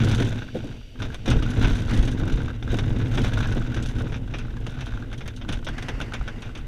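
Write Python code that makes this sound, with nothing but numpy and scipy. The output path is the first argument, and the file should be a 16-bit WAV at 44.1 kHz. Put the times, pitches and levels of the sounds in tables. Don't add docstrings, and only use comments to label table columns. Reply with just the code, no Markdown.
import sys
import numpy as np
from scipy import signal
from scipy.io import wavfile
from scipy.ndimage import uniform_filter1d

SR = 44100
rng = np.random.default_rng(int(sys.argv[2]) if len(sys.argv) > 2 else 0)


def store_wav(level_fs):
    pcm = np.round(np.clip(np.atleast_2d(level_fs), -1, 1) * 32767)
    wavfile.write(sys.argv[1], SR, pcm.T.astype(np.int16))


N = 294147

# (level at SHAKE_REF_DB [dB], rise per dB of shaking [dB])
CABIN_LAW, SKIN_LAW, HEAVE_LAW = (-32, 1.02), (-36, 0.91), (-30, 0.63)
RATTLE_LAW, CLACK_LAW, KNOCK_LAW, RASP_LAW = (-47.5, 1.13), (-41.5, 0.41), (-42, 0.56), (-55, 1)
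SHAKE_REF_DB = -28

# (start [s], length [s], wheel heave [dB], fuselage drone [dB], rattle [dB])
BUMPS = [(0.03, 0.51, -43, -26.5, -39), (0.52, 0.31, -45, -34, -47), (0.99, 0.16, -30.5, -33, -45.5),
         (1.27, 0.18, -18.5, -22, -47), (1.56, 0.24, -25, -22.5, -34.5), (1.9, 0.28, -23.5, -25, -44),
         (2.17, 0.25, -27, -27, -72), (2.69, 0.13, -26.5, -30.5, -38.5), (3.15, 0.15, -39, -24.5, -57),
         (3.5, 0.13, -23.5, -29.5, -44), (3.95, 0.21, -33, -29, -45), (5.48, 0.14, -28, -43, -44)]
# (frequency [Hz], gain [dB])
FUSELAGE_TONE = [(45, -50.5), (78, -9.5), (105, 1.5), (135, -1), (163, -7.5), (244, -8), (320, -9.5),
                 (400, -17), (500, -18.5), (680, -27.5), (1000, -30.5), (2600, -80)]
# (frequency [Hz], width [Hz], boost [dB])
FUSELAGE_NOTES = [(103.9, 14.6, 6.5), (123, 20, 4.5), (197, 104, 0.5), (237, 19.3, 7), (255.7, 7.8, 9.5),
                  (302, 4.7, 4), (448, 21.4, 8)]
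def fuselage(tufts_per_s=260, spread_db=2.0, grit=0.03, lurch_db=1.5, cabin_top_hz=150):
    tufts = rng.random(N) < tufts_per_s / SR
    thumps = tufts * amp(spread_db * rng.standard_normal(N)) * rng.choice([-1, 1], N)
    force = thumps + grit * rng.standard_normal(N)
    drone = through(force, response(FUSELAGE_TONE, FUSELAGE_NOTES, size=16384))
    cabin = signal.sosfiltfilt(signal.butter(6, cabin_top_hz, fs=SR, output="sos"), drone)
    skin = drone - cabin
    out = np.zeros(N)
    for part, law, bump_db in (cabin, CABIN_LAW, -2), (skin, SKIN_LAW, -4):
        rolling = shaking(law) * amp(lurch_db * lurches())
        bumping = amp(bump_db) * swells(BUMPS, column=3)
        out += np.hypot(rolling, bumping) * steady(part, size=3000)
    return out


# (frequency [Hz], gain [dB])
WHEEL_TONE = [(5, -37), (12, -1.5), (22, -3.5), (37, -1), (52, -8.5), (65, -6), (82, -14), (130, -22.5),
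              (300, -87)]
def wheel(lurch_db=2.0):
    heave = through(rng.standard_normal(N), response(WHEEL_TONE, size=16384))
    rolling = shaking(HEAVE_LAW) * amp(lurch_db * lurches())
    return np.hypot(rolling, swells(BUMPS, column=2)) * steady(heave, size=4500)


# (time [s], level [dB])
THUDS = [(1.296, -15), (1.361, -16), (1.638, -11), (1.714, -12), (1.986, -7.5), (2.329, -12.5), (3.96, -16),
         (4.926, -22), (5.543, -18), (5.934, -21), (6.199, -19)]
def thuds(hz=40, peak_s=0.012):
    out, t = np.zeros(N), np.arange(SR // 4) / SR
    rise_and_fall = t / peak_s * np.exp(1 - t / peak_s)
    for s, db in THUDS:
        add(out, s, amp(db) * rise_and_fall * np.sin(2 * np.pi * hz * t))
    return out


# (time [s], level [dB], boosted note [Hz])
BOOMS = [(0.203, -21, 280), (0.546, -25.5, 342), (0.635, -30.5, 280), (1.274, -22.5, 219),
         (1.925, -27, 304), (2.727, -24.5, 300), (3.18, -32, 240), (3.558, -27, 286), (4.667, -36.5, 223),
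         (5.489, -29, 231), (5.886, -34.5, 446), (6.012, -36, 250), (6.137, -39, 520)]
# (frequency [Hz], gain [dB])
PANEL_TONE = [(90, -15.5), (200, 6), (540, -3.5), (800, -14.5), (2000, -52)]
def panels(note_db=4):
    out = np.zeros(N)
    for s, db, hz in BOOMS:
        body = response(PANEL_TONE, [(hz, hz / 2, note_db)])
        add(out, s, amp(db) * strike(body, ring_s=0.11, contact=1, rise_s=0.0044, peak_size=600))
    return out


# (time [s], level [dB])
JUDDER = [(0.0, -25.5), (0.33, -22.5), (0.5, -50), (0.8, -100)]
def judder(hz=108, waver=0.0693, uneven_db=4.0):
    cycles = np.cumsum(hz * (1 + waver * lurches())) / SR
    drone = amp(uneven_db * lurches()) * np.sin(2 * np.pi * cycles)
    return level(JUDDER) * unit(drone)


# (frequency [Hz], gain [dB])
CHATTER_TONE = [(350, -15), (620, 1), (900, -3.5), (1200, -6), (1500, 6), (1850, -6.5), (2500, -4),
                (3200, -6.5), (3700, -2), (4300, -16.5), (5250, -19.5), (5950, -14.5), (8000, -31.5),
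                (15000, -40)]
# (frequency [Hz], gain [dB])
CLICK_TONE = [(2500, -14), (6000, 8.5), (7500, 2.5), (9300, -1), (11500, -7.5), (15000, -12)]
def chatter(swish_db=-5, click_db=-18.0, lurch_db=2.3):
    rolling = shaking(RATTLE_LAW) * amp(lurch_db * lurches())
    strength = np.hypot(rolling, swells(BUMPS, column=4))
    tapping = unit(taps(per_s=90, spread_db=1.5, ring_s=0.044))
    swish = amp(swish_db) * rng.standard_normal(N)
    rattle = through(tapping + swish, response(CHATTER_TONE))
    clicks = through(taps(per_s=60, spread_db=2.5, ring_s=0.026), response(CLICK_TONE))
    return strength * (unit(rattle) + amp(click_db) * unit(clicks))


# (time [s], level [dB], edge level [dB], note of the spot [Hz], ring time [s])
CLACKS = [(0.117, -33.5, -40, 2790, 0.09), (0.2, -29, -38, 1610, 0.071), (0.2209, -30.5, -37, 1820, 0.068),
          (1.0206, -30, -41, 3500, 0.073), (1.1449, -32, -43, 3500, 0.043),
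          (1.2583, -32.5, -38, 3670, 0.14), (1.2785, -27.5, -38, 3730, 0.11),
          (1.3112, -27.5, -48, 2810, 0.13), (1.425, -34, -42, 2740, 0.11),
          (1.6455, -24.5, -39, 2530, 0.077), (2.0757, -34, -39.5, 4030, 0.1),
          (2.6266, -32, -65, 3500, 0.026), (2.768, -42.5, -49, 3500, 0.045),
          (2.7874, -25.5, -37.5, 3740, 0.041), (3.1765, -24.5, -55, 3450, 0.075),
          (3.24, -38, -43, 3550, 0.071), (3.3344, -35, -38, 2570, 0.064), (3.5227, -34, -42, 1600, 0.075),
          (3.745, -32, -39, 1690, 0.039), (3.7644, -34, -45, 1490, 0.19), (3.9853, -36, -44, 1510, 0.11),
          (4.1224, -35, -52, 1550, 0.06), (4.1437, -31.5, -64, 2430, 0.048), (4.339, -31, -53, 2400, 0.085),
          (4.385, -37, -43, 2600, 0.19), (4.6663, -32, -43, 2780, 0.049), (4.808, -37, -42.5, 2650, 0.13),
          (5.1289, -35.5, -45, 2160, 0.048), (5.2082, -37, -56, 2160, 0.077),
          (5.2777, -35, -44, 2200, 0.064), (5.4143, -38, -68, 3200, 0.078),
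          (5.4892, -31, -35.5, 3080, 0.075), (5.5283, -31, -53, 3060, 0.085),
          (5.668, -29.5, -56, 3280, 0.12), (5.7815, -33, -40.5, 1980, 0.078),
          (5.8246, -34.5, -39, 2130, 0.052), (5.885, -27.5, -36.5, 2020, 0.079),
          (6.0127, -28.5, -39, 2650, 0.069), (6.136, -28.5, -37.5, 2280, 0.11),
          (6.278, -30, -43, 1540, 0.071), (6.4208, -40.5, -42.5, 2580, 0.27),
          (6.5515, -39, -44, 2560, 0.17)]
# (frequency [Hz], gain [dB])
FRAME_TONE = [(150, -1), (330, 5), (700, 2), (950, -1), (1200, -1), (1500, 4), (2000, -3), (2450, -1),
              (3000, -4), (3650, -1), (4200, -18.5), (6000, -11), (8000, -50)]
# (frequency [Hz], gain [dB])
EDGE_TONE = [(1000, -52), (3000, 14.5), (3600, 13), (4300, 7.5), (5200, 3.5), (6200, 9), (7500, -4.5),
             (9000, -2.5), (11000, -9.5), (15000, -26)]
def canopy(spot_db=6, spot_width_hz=450, spot_range_hz=(1480, 3730), weak_edge_db=-11, weak_ring_s=0.07):
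    out, edge = np.zeros(N), response(EDGE_TONE)
    weaker = [(s, db, db + weak_edge_db, rng.uniform(*spot_range_hz), weak_ring_s)
              for s, db in weak_hits(CLACK_LAW, per_s=5)]
    for s, db, edge_db, hz, ring_s in list(CLACKS) + weaker:
        frame = response(FRAME_TONE, [(hz, spot_width_hz, spot_db)])
        add(out, s, amp(db) * strike(frame, ring_s, contact=5.4, rise_s=0.0029))
        add(out, s, amp(edge_db) * strike(edge, ring_s=0.062, contact=2.2, rise_s=0.00021))
    return out


# (time [s], level [dB])
KNOCKS = [(0.4208, -32.5), (0.487, -39.5), (1.0024, -35.5), (1.103, -40), (1.3128, -25.5), (1.916, -32),
          (2.4042, -33), (2.4808, -33), (2.5029, -34), (2.6772, -32.5), (3.3745, -27), (3.405, -28.5),
          (3.457, -30.5), (3.6167, -41), (4.007, -38), (4.277, -41.5), (4.868, -33.5), (4.923, -42),
          (4.9382, -39), (4.9746, -35.5), (5.024, -38), (5.117, -42), (5.449, -40.5), (5.6875, -29.5),
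          (6.0027, -29), (6.122, -34), (6.212, -33.5)]
# (frequency [Hz], gain [dB])
JOINT_TONE = [(200, -56), (700, -3), (1100, -3.5), (1330, 4.5), (1560, 10), (1850, -16.5), (2600, -20),
              (3600, -21), (4200, -24), (6200, -31), (8000, -53)]
def linkage(click_db=-8.5):
    out, click = np.zeros(N), response(CHATTER_TONE)
    for s, db in list(KNOCKS) + weak_hits(KNOCK_LAW, per_s=12):
        tune = rng.uniform(0.94, 1.06)
        joint = response([(hz * tune, gain) for hz, gain in JOINT_TONE])
        add(out, s, amp(db) * strike(joint, ring_s=0.032, contact=9))
        add(out, s, amp(db + click_db) * strike(click, ring_s=0.04, contact=4))
    return out


# (time [s], level [dB])
TICKS = [(0.0466, -35.5), (0.0854, -33), (0.2486, -38), (1.3018, -31.5), (1.505, -40), (1.758, -39.5),
         (2.0514, -42), (2.116, -41), (2.324, -41.5), (3.2184, -38.5), (3.377, -50), (3.402, -42),
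         (3.8254, -38.5), (3.8598, -38), (3.888, -39), (4.86, -44), (5.179, -44.5), (5.3632, -43.5),
         (5.5248, -36), (5.647, -42.5), (5.688, -47), (6.575, -46)]
# (time [s], pitch [Hz], level [dB])
PINGS = [(1.503, 10852, -50.5), (6.138, 6976, -46)]
def fittings(note_range_hz=(7000, 11100), note_width_hz=500, note_db=8, ping_ring_s=0.094):
    out, t = np.zeros(N), np.arange(6000) / SR
    for s, db in TICKS:
        part = response(EDGE_TONE, [(rng.uniform(*note_range_hz), note_width_hz, note_db)])
        add(out, s, amp(db) * strike(part, ring_s=0.086, contact=7.0))
    for s, hz, db in PINGS:
        add(out, s, amp(db - 60 * t / ping_ring_s) * np.sin(2 * np.pi * hz * t))
    return out


# (start [s], length [s], level [dB])
CRUNCHES = [(0.08, 0.17, -40), (1.57, 0.62, -50.5), (1.89, 0.24, -47), (3.1, 0.31, -50.5)]
def crunch():
    crackle = through(taps(per_s=130, spread_db=5, ring_s=0.028), response(EDGE_TONE))
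    return swells(CRUNCHES) * steady(crackle, size=2500)


# (time [s], level [dB])
SNAPS = [(1.1444, -47), (5.2777, -43), (5.648, -48), (5.687, -49), (6.0023, -47)]
# (frequency [Hz], gain [dB])
SNAP_TONE = [(1500, -18), (4000, 1), (9000, -2), (15000, -12)]
def snaps():
    out, body = np.zeros(N), response(SNAP_TONE)
    for s, db in SNAPS:
        add(out, s, amp(db) * strike(body, ring_s=0.0088, contact=9.3))
    return out


# (start [s], length [s], level [dB])
DRAGS = [(1.88, 0.18, -38.5), (5.66, 0.83, -45.5), (6.25, 0.76, -56.5)]
# (frequency [Hz], gain [dB])
RASP_TONE = [(300, -11), (700, 1.5), (1200, 0), (1700, 2), (2050, 4.5), (2450, -5), (2800, 1.5),
             (3700, -23), (4500, -10), (15000, -39.5)]
def belly():
    rasp = through(taps(per_s=840, spread_db=0.5, ring_s=0.11), response(RASP_TONE))
    return np.hypot(shaking(RASP_LAW), swells(DRAGS)) * unit(rasp)


# (frequency [Hz], gain [dB])
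WIND_TONE = [(100, -3), (300, 12), (600, 12.5), (1100, -12), (1500, 1), (2000, -12), (2900, 6), (4200, -10),
             (5800, -12), (8000, -13.5), (15000, -20)]
# (time [s], level [dB])
GUST = [(0.2, -57), (0.58, -53), (0.95, -58), (1.25, -55.5), (2.9, -82)]
# (frequency [Hz], gain [dB])
GAP_TONE = [(1000, -22), (2000, -7), (2850, 0), (3300, -5), (3700, -4), (4200, -14), (4650, -7),
            (5050, -18), (5750, -10), (6400, -18), (8000, -26), (15000, -40)]
# (frequency [Hz], width [Hz], boost [dB])
WHISTLES = [(2940, 120, 2), (4680, 200, 6.5), (5800, 200, 4)]
def air(wind_db=-57.5, flutter_db=3):
    wind = amp(wind_db) * unit(through(rng.standard_normal(N), response(WIND_TONE)))
    jet = rng.standard_normal(N)
    hiss = through(jet, response(GAP_TONE))
    notes = through(jet, response(GAP_TONE, WHISTLES)) - hiss
    flutter = np.minimum(amp(flutter_db * lurches()) / 2, 1)
    return wind + level(GUST) * unit(hiss + notes * flutter)


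# (time [s], level [dB])
SHAKE = [(0.0, -16.5), (0.26, -28), (0.47, -41.5), (0.74, -44), (0.92, -50), (1.0, -32.5), (1.23, -37),
         (1.29, -23.5), (2.42, -25), (2.6, -32.5), (2.75, -23.5), (3.25, -21.5), (4.08, -29), (4.2, -32.5),
         (5.1, -32), (5.35, -36), (5.7, -33), (6.67, -37)]
def shaking(law):
    db, slope = law
    return amp(db) * (level(SHAKE) / amp(SHAKE_REF_DB)) ** slope


def weak_hits(law, per_s, spread_db=4, tries=160):
    when, chance, size = rng.random((tries, 3)).T
    at = (when * N).astype(int)
    busy = np.minimum(np.sqrt(level(SHAKE)[at] / amp(SHAKE_REF_DB)), 1)
    happens = chance < busy * per_s * N / SR / tries
    db = 20 * np.log10(shaking(law)[at]) + spread_db * (2 * size - 1)
    return list(zip(at[happens] / SR, db[happens]))


def lurches():
    return unit(smooth(rng.standard_normal(N), size=2200))


def swells(rows, column=2, peak_share=0.14):
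    out, t = np.zeros(N), np.arange(N) / SR
    for row in rows:
        start_s, length_s = row[:2]
        progress = np.interp((t - start_s) / length_s, [0, peak_share, 1], [0, .5, 1])
        out += amp(row[column]) * np.sin(np.pi * progress)
    return out


def strike(body, ring_s, contact, rise_s=0.0, peak_size=176):
    t = np.arange(8000) / SR
    force = rng.standard_normal(len(t)) * amp(-60 * t / ring_s)
    force *= 1 - np.exp(-t / (rise_s + 1e-9))
    force[0] += contact
    hit = through(force, body)
    peak_power = uniform_filter1d(hit ** 2, peak_size).max()
    return hit / np.sqrt(peak_power + 1e-20)


def taps(per_s, spread_db, ring_s):
    hits = rng.random(N) < per_s / SR
    sizes = hits * amp(spread_db * np.minimum(rng.exponential(1, N), 3))
    fade = amp(-60 * np.arange(5000) / SR / ring_s)
    power = abs(through(sizes ** 2, fade ** 2))
    return np.sqrt(power) * rng.standard_normal(N)


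def response(tone, notes=(), size=2048):
    hz = np.fft.rfftfreq(size, 1 / SR)
    tone_hz, tone_db = np.transpose(tone)
    db = np.interp(np.log(hz + 1), np.log(tone_hz + 1), tone_db)
    db += sum(boost / (1 + (2 * (hz - centre) / width) ** 2) for centre, width, boost in notes)
    mirrored_db = np.r_[db, db[-2:0:-1]]
    log_gain = np.log(amp(np.maximum(mirrored_db, -100)))
    spectrum = np.exp(np.conj(signal.hilbert(log_gain)))
    return np.fft.ifft(spectrum).real[:size // 2]


def through(force, body):
    return signal.fftconvolve(force, body)[:len(force)]


def level(curve):
    times, db = np.transpose(curve)
    return amp(np.interp(np.arange(N) / SR, times, db))


def smooth(x, size):
    return uniform_filter1d(uniform_filter1d(x, size), size)


def steady(x, size):
    return x / np.sqrt(smooth(x ** 2, size) + 1e-20)


def unit(x):
    return x / np.sqrt(np.mean(x ** 2) + 1e-20)


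def amp(db):
    return 10 ** (np.asarray(db) / 20)


def add(mix, s, sound):
    part = mix[max(round(s * SR), 0):][:len(sound)]
    part += sound[:len(part)]


def scene():
    rumble = wheel() + thuds() + fuselage() + judder() + panels()
    rattle = chatter() + crunch() + linkage() + canopy() + fittings() + snaps()
    return (rumble + rattle + belly() + air())[None]


def record(dry, cutoff_hz=15300):
    low_pass = signal.firwin(511, cutoff_hz, window=("kaiser", 9), fs=SR)
    return signal.oaconvolve(dry, low_pass[None], "same")


dry = scene()
out = record(dry)
store_wav(out)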